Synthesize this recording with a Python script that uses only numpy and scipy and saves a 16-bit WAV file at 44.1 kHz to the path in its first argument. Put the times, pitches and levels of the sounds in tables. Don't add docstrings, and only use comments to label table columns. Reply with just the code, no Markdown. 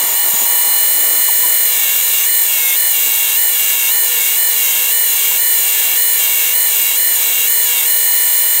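import sys
import numpy as np
from scipy import signal
from scipy.fft import rfft, irfft, next_fast_len
from scipy.io import wavfile
from scipy.ndimage import map_coordinates

SR = 44100
rng = np.random.default_rng(int(sys.argv[2]) if len(sys.argv) > 2 else 0)


def unload_audio(sound):
    columns = np.transpose(np.atleast_2d(sound))
    steps = np.round(np.clip(columns, -1, 1) * 32767)
    wavfile.write(sys.argv[1], SR, steps.astype(np.int16))


N = 379252

IDLE_HZ = 591.7
TEETH = 16
BALLS_PER_TOOTH = 107.03 / 591.7
FLUTTER_PER_TOOTH = 44.6 / IDLE_HZ
TOP_HZ = 15760

# (centre [Hz], width [Hz], lift [dB])
HOUSING = [(2124, 120, 3.5), (2800, 77, 8), (6936, 59, 9.5), (8650, 340, 4.5), (12180, 430, 5.5),
           (13040, 400, -3.5), (13550, 720, 7), (14230, 200, 1.5), (14550, 320, -4.5), (15300, 160, 5),
           (15700, 780, 2)]
# (start [s], time to bite [s], let go [s], slowing at the bite [Hz], slowing before easing [Hz])
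PRESSES = [(-0.065, 0.115, 0.16, 6.8, 11.0), (0.239, 0.108, 0.467, 11.7, 12.3),
           (1.627, 0.27, 2.03, 38.9, 12.0), (1.896, 0.116, 2.261, 6.0, 26.1),
           (2.404, 0.191, 2.761, 44.3, 52.4), (2.891, 0.084, 3.368, 26.1, 37.0),
           (3.471, 0.079, 3.909, 21.2, 40.8), (4.01, 0.2, 4.378, 41.2, 26.8),
           (4.479, 0.174, 4.919, 42.2, 33.2), (5.012, 0.055, 5.382, 8.4, 32.2),
           (5.488, 0.256, 5.974, 23.8, 23.9), (6.104, 0.142, 6.538, 25.5, 33.6),
           (6.644, 0.11, 6.97, 22.9, 37.2), (7.09, 0.153, 7.481, 22.9, 36.0),
           (7.61, 0.096, 7.864, 21.9, 41.0)]


def amp(db):
    return 10 ** (np.asarray(db) / 20)


def unit(x):
    return x / np.sqrt(np.mean(x ** 2) + 1e-20)


def along(points, hz):
    f, v = np.transpose(points)
    return np.interp(np.log(hz + 1), np.log(f + 1), v)


def curve(rows):
    return np.interp(np.arange(N) / SR, *np.transpose(rows))


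def gate(start, end, rise, fall):
    t = np.arange(N) / SR
    return np.clip(np.minimum((t - start) / rise, (end - t) / fall), 0, 1)


def wobble(rate, size=64):
    knots = rng.standard_normal(int(N * rate / SR) + 4)
    return map_coordinates(knots, [np.arange(0, N, size) * rate / SR])


def stretch(x, size=64):
    return np.interp(np.arange(N), np.arange(len(x)) * size, x)


def filtered(x, response):
    m = next_fast_len(N + 8192)
    return irfft(rfft(x, m) * response(np.fft.rfftfreq(m, 1 / SR)), m)[:N]


def noise(spectrum):
    return unit(filtered(rng.standard_normal(N), lambda hz: amp(along(spectrum, hz))))


def tone(cycles):
    return np.sqrt(2) * np.sin((2 * np.pi * (cycles - np.floor(cycles))).astype(np.float32))


def housing(hz, resonances=HOUSING):
    return sum(db / (1 + (2 * (hz - centre) / width) ** 2) for centre, width, db in resonances)


def motor():
    # (frequency [Hz], level [dB])
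    hum_lines = [(120, -78), (240, -60.5), (360, -60.5), (480, -43.5), (960, -42.5), (1440, -48)]
    # (time [s], gain [dB])
    hum_swell = [(0, -6), (1.3, -1), (2.2, -2), (4.2, -1), (8.6, -0.5)]
    # (time [s], level [dB])
    drone_level = [(0, -60), (1.5, -59.5), (1.9, -54.5), (2.45, -59), (2.85, -69), (3.5, -67), (3.85, -58),
                   (4.5, -54.5), (5.1, -62), (5.45, -56.5), (7.8, -56), (8.6, -60)]
    # (frequency [Hz], level [dB])
    faint_lines = [(452, -53), (640, -51.5), (1424, -51)]
    # (frequency [Hz], level before the fall [dB])
    whirr_lines = [(818.3, -40), (925.9, -42), (958.2, -41), (979.8, -41), (1141, -43)]
    # (frequency [Hz], relative density [dB])
    air_colour = [(24, -75), (40, -29), (113, -26), (160, -17.5), (307, -19), (411, -9), (473, -3.5),
                  (543, -10), (624, -2), (775, -3.5), (947, -1), (1040, -5.5), (1600, -7.5), (2080, -29),
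                  (3520, -120)]
    # (centre [Hz], width [Hz], lift [dB])
    air_peaks = [(715, 26, 4.5), (843, 32, 5.5)]

    t = np.arange(N) / SR
    hum = sum(stretch(amp(db + 1.2 * wobble(7))) * tone(hz * t + rng.random()) for hz, db in hum_lines)
    hum = hum * amp(curve(hum_swell))
    drone = amp(curve(drone_level)) * tone(167 * t + .02 * stretch(wobble(8)))
    faint = sum(amp(db) * tone(hz * t + 0.14 * stretch(wobble(9))) for hz, db in faint_lines)
    whirr = sum(amp(db) * tone(hz * t + rng.random() + .03 * stretch(wobble(15))) for hz, db in whirr_lines)
    whirr = whirr * curve([(.78, 1), (.86, 0.035)])
    air = unit(filtered(noise(air_colour), lambda hz: amp(housing(hz, air_peaks))))
    air = air * amp(-39.0 + 0.78 * stretch(wobble(12)))
    return hum + drone + faint + whirr + air


def slowing(presses):
    ease_s, ease_share, lift_s = .0444, .882, .0218
    inertia_s = .0061
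    push = 0
    for start, bite, end, first, last in presses:
        push = push + curve([(start, 0), (start + bite, first), (end - ease_s, last),
                             (end - lift_s, ease_share * last), (end, 0)])
    keep = np.exp(-1 / (inertia_s * SR))
    return signal.lfilter([1 - keep], [1, -keep], push)


def squealing():
    light_touch_hz = 15
    squeal_db, growth_power = -19.5, 1.3
    light = [press for press in PRESSES if max(press[-2:]) < light_touch_hz]
    return amp(squeal_db) * (slowing(light) / light_touch_hz) ** growth_power


def partial(multiple, start, teeth, speed, load, free_db, loaded_db, waver_db, size=64):
    rate, push = speed[::size], load[::size]
    strength = (1 - push) * amp(free_db) + push * amp(loaded_db)
    waver = waver_db * (0.23 + 0.24 * push) * wobble(14)
    level = strength * amp(housing(multiple * rate) + waver)
    return stretch(level) * tone(multiple * teeth + start)


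def drive(teeth, speed, load):
    # (tooth harmonic, sideband at idle [Hz], free level [dB], loaded level [dB])
    whine = [(2, 0, -53.5, -47), (3, -43.5, -49, -47), (3, 4, -37.5, -55), (3, 44.5, -44, -67),
             (4, -44.5, -38, -38.5), (4, 0.5, -50, -34.5), (4, 43.5, -47, -49), (5, -43, -45, -44),
             (5, 1, -30.5, -36), (5, 47, -71, -52), (6, -47.5, -47, -41), (6, 0, -43.5, -43.5),
             (7, -47.5, -49, -57), (7, -1, -31, -34.5), (7, 36.5, -72, -60), (8, -43.5, -56, -45.5),
             (11, 1.5, -36, -38), (11, 44.5, -56, -52.5), (12, -44.5, -34, -52), (12, 0, -37.5, -44),
             (12, 43, -39.5, -45), (13, -41.5, -33.5, -45), (13, 2.5, -41.5, -38), (14, -169, -49, -41),
             (14, -45, -60, -35.5), (14, 5, -41, -47), (14, 44.6, -33.5, -41.5), (15, -44.5, -34.5, -46),
             (15, 1.5, -42, -41.5), (15, 45, -29, -35.5), (16, -44.6, -36, -37.5), (16, -2.5, -38, -45),
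             (16, 45, -42, -41), (16, 165, -44, -51), (17, -46, -60, -39), (17, 43, -38, -41),
             (18, 47, -42.5, -54), (19, -44, -45, -55), (19, -0.5, -42, -61), (20, -42, -58, -38.5),
             (21, -43, -35, -42), (21, 0, -47, -48), (22, -169, -40, -42), (22, -45, -62, -37.5),
             (22, 2.5, -62, -43), (22, 44.5, -37, -62), (23, -45, -35, -36), (23, -1.5, -44.5, -38.5),
             (23, 45, -40, -38), (24, -44.5, -62, -39), (24, -0.5, -46, -51), (24, 43, -32, -37),
             (24, 164, -32, -62), (25, -44.5, -37, -45), (25, -2.5, -34, -41), (25, 43, -43, -46),
             (26, -42, -62, -48), (26, 0, -33, -33), (26, 46, -28, -40), (27, -45, -60, -37),
             (27, 1, -60, -43), (27, 44.6, -60, -40), (27, 167, -60, -45)]
    # (start [s], end [s], level [dB])
    rings = [(.5, 1.36, -32), (8.05, 8.7, -39)]
    ring_rise_s, ring_fall_s = 0.22, 0.073
    groan_db, groan_from_hz, groan_full_hz = -22.5, 36, 52
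    lift_db = 4

    errors = np.resize(unit(rng.standard_normal(TEETH)), TEETH + 1)
    spacing = np.interp(teeth % TEETH, np.arange(TEETH + 1), errors)
    off_centre = np.sin(2 * np.pi * teeth / TEETH)
    phase = teeth + .006 * off_centre + .0008 * spacing
    starts = rng.random(size=32)

    squeal = squealing()
    out = squeal * tone(12 * phase)
    groan_share = np.interp(IDLE_HZ - speed, [groan_from_hz, groan_full_hz], [0, 1])
    out = out + amp(groan_db) * groan_share * tone(4 * phase + starts[4])
    flutter = np.sqrt(2) * np.sin(2 * np.pi * teeth * FLUTTER_PER_TOOTH)
    beat = flutter * tone(16 * phase + starts[16] + .25)
    out = out + beat * sum(amp(db) * gate(start, end, ring_rise_s, ring_fall_s) for start, end, db in rings)

    damped = 1 / (1 + squeal / amp(-18))
    for k, side, free, loaded in whine:
        k = round(k)
        start = starts[k] + .5 * (side < 0)
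        lift = lift_db * k * IDLE_HZ / TOP_HZ
        line = partial(k + side / IDLE_HZ, start, phase, speed, load, free + lift, loaded + lift, waver_db=3.5)
        out += line * damped if k < 8 or k == 12 else line
    return out


def bearing(teeth, speed, load):
    # (ball-pass harmonic, free level [dB], loaded level [dB])
    strong_lines = [(16, -42, -44), (17, -37, -42), (18, -41, -43), (25, -56, -44), (26, -62, -41),
                    (27, -56, -39), (28, -50, -44), (31, -62, -37), (33, -45, -39), (35, -59, -42),
                    (36, -57, -38), (39, -41, -45), (61, -44, -39), (66, -42, -38), (67, -41, -42),
                    (69, -56, -44), (72, -62, -41)]
    uneven = teeth + 0.004 * stretch(wobble(40))
    comb = {k: (-70, -45) for k in range(20, 41)}
    comb.update({int(k): (free, loaded) for k, free, loaded in strong_lines})
    return sum(partial(k * BALLS_PER_TOOTH, rng.random(), uneven, speed, load, free, loaded, waver_db=7.5)
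               for k, (free, loaded) in comb.items())


def hiss(teeth, load):
    # (frequency [Hz], density [dB per Hz])
    running_colour = [(1550, -73), (2000, -58.5), (2550, -73), (3300, -66.5), (4300, -68), (5200, -68),
                      (6300, -65.5), (7300, -65), (8100, -63.5), (9400, -62), (10200, -64), (11500, -62.5),
                      (13000, -61.5), (15600, -57.5)]
    # (frequency [Hz], density [dB per Hz])
    rubbing_colour = [(1550, -67.5), (2000, -64), (2550, -70), (3300, -64.5), (4300, -65.5), (5200, -65.5),
                      (6300, -61.5), (7300, -59), (8100, -60.5), (9400, -62.5), (10200, -63.5),
                      (11500, -59.5), (13000, -59.5), (15600, -57)]

    points = 1190
    track = signal.resample(rng.standard_normal(points), 8 * points)
    worn = unit(track[(teeth / TEETH % 1 * len(track)).astype(int)])
    rolling = unit(0.57 * worn + rng.standard_normal(N))
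    bursts_db = 1.3 * np.sin(2 * np.pi * teeth * BALLS_PER_TOOTH) + 0.77 * stretch(wobble(60))
    rubbing = unit(rng.standard_normal(N) * amp(bursts_db))

    def coloured(x, colour):
        def response(hz):
            low_cut = hz ** 4 / (hz ** 4 + 1250 ** 4)
            return amp(along(colour, hz) + housing(hz)) * np.sqrt(SR / 2) * low_cut
        return filtered(x, response)

    return np.sqrt(1 - load) * coloured(rolling, running_colour) + np.sqrt(load) * coloured(rubbing, rubbing_colour)


def hands():
    # (start [s], end [s], level [dB])
    rubs = [(-.03, 0.174, -34), (.23, .31, -32.5), (0.306, 0.576, -38.5), (0.626, .79, -36.5),
            (0.812, 1.04, -37), (1.02, 1.234, -34), (1.497, 1.8, -42.5)]
    # (frequency [Hz], relative density [dB])
    skin_colour = [(24, -65), (40, -35), (361, -6), (758, -3), (793, -16), (869, 2.5), (952, -6),
                   (1040, -5.5), (1500, -7.5), (1950, -38), (3300, -120)]
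    # (time [s], level before onset and decay [dB], reference frequency [Hz])
    knocks = [(0.026, -27, 555), (0.077, -35, 676), (0.333, -26, 328), (0.415, -22.5, 510),
              (0.672, -33, 403), (0.96, -35, 450), (1.167, -34, 320), (1.455, -32, 465), (1.655, -37, 440),
              (2.567, -34, 480), (3.069, -28.5, 540)]
    # (time [s], length [s], start [Hz], end [Hz], level at the middle [dB])
    squeaks = [(1.27, 0.043, 1180, 700, -26), (1.417, 0.062, 1090, 917, -27.5),
               (5.302, 0.037, 1050, 940, -32)]

    rub_rise_s, rub_fall_s = 0.021, 0.03
    sliding = sum(amp(db) * gate(start, end, rub_rise_s, rub_fall_s) for start, end, db in rubs)
    out = np.pad(sliding * noise(skin_colour), (0, SR))

    t = np.arange(SR // 8) / SR
    for s, db, hz in knocks:
        ratios = np.geomspace(.45, 2, 9) * rng.uniform(.92, 1.08, 9)
        ring = sum(tone(hz * ratio * t + rng.random()) for ratio in ratios)
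        onset = (1 - np.exp(-t / .003)) ** 2
        decay = amp(db - 60 * t / .08)
        out[round(s * SR):][:len(t)] += decay * onset * unit(ring)

    for s, length, start_hz, end_hz, db in squeaks:
        glide = np.linspace(start_hz, end_hz, round(length * SR))
        slips = 0.14 * stretch(wobble(277))[:len(glide)]
        squeak = np.hanning(len(glide)) * tone(np.cumsum(glide) / SR + slips)
        out[round(s * SR):][:len(glide)] += amp(db) * squeak
    return out[:N]


def rattle(teeth, load):
    # (frequency [Hz], relative density [dB])
    rattle_colour = [(1750, -60), (1900, -19), (2040, 18), (2130, -19), (2250, -60)]
    flutter = np.sin(2 * np.pi * teeth * FLUTTER_PER_TOOTH)
    throb_db = 4 * flutter + 2.0 * stretch(wobble(99))
    return (1 - load) * amp(-41) * unit(noise(rattle_colour) * amp(throb_db))


def scene():
    # (time [s], gain [dB])
    treble_gain = [(0, 0), (.7, 2), (1.5, 2.1), (4, 1.5), (8.6, 2)]
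    slack_hz, full_load_hz = 0.35, 17.6
    sag = slowing(PRESSES)
    speed = IDLE_HZ - sag
    teeth = np.cumsum(speed) / SR
    load = np.clip((sag - slack_hz) / full_load_hz, 0, 1)
    machine = drive(teeth, speed, load) + bearing(teeth, speed, load) + hiss(teeth, load) + rattle(teeth, load)
    treble = filtered(machine, lambda hz: hz ** 4 / (hz ** 4 + 8000 ** 4))
    mono = machine + (amp(curve(treble_gain)) - 1) * treble + motor() + hands()
    return np.array([mono, mono])


def record(dry):
    return np.array([filtered(x, lambda hz: hz < TOP_HZ) for x in dry])


dry = scene()
out = record(dry)
unload_audio(out)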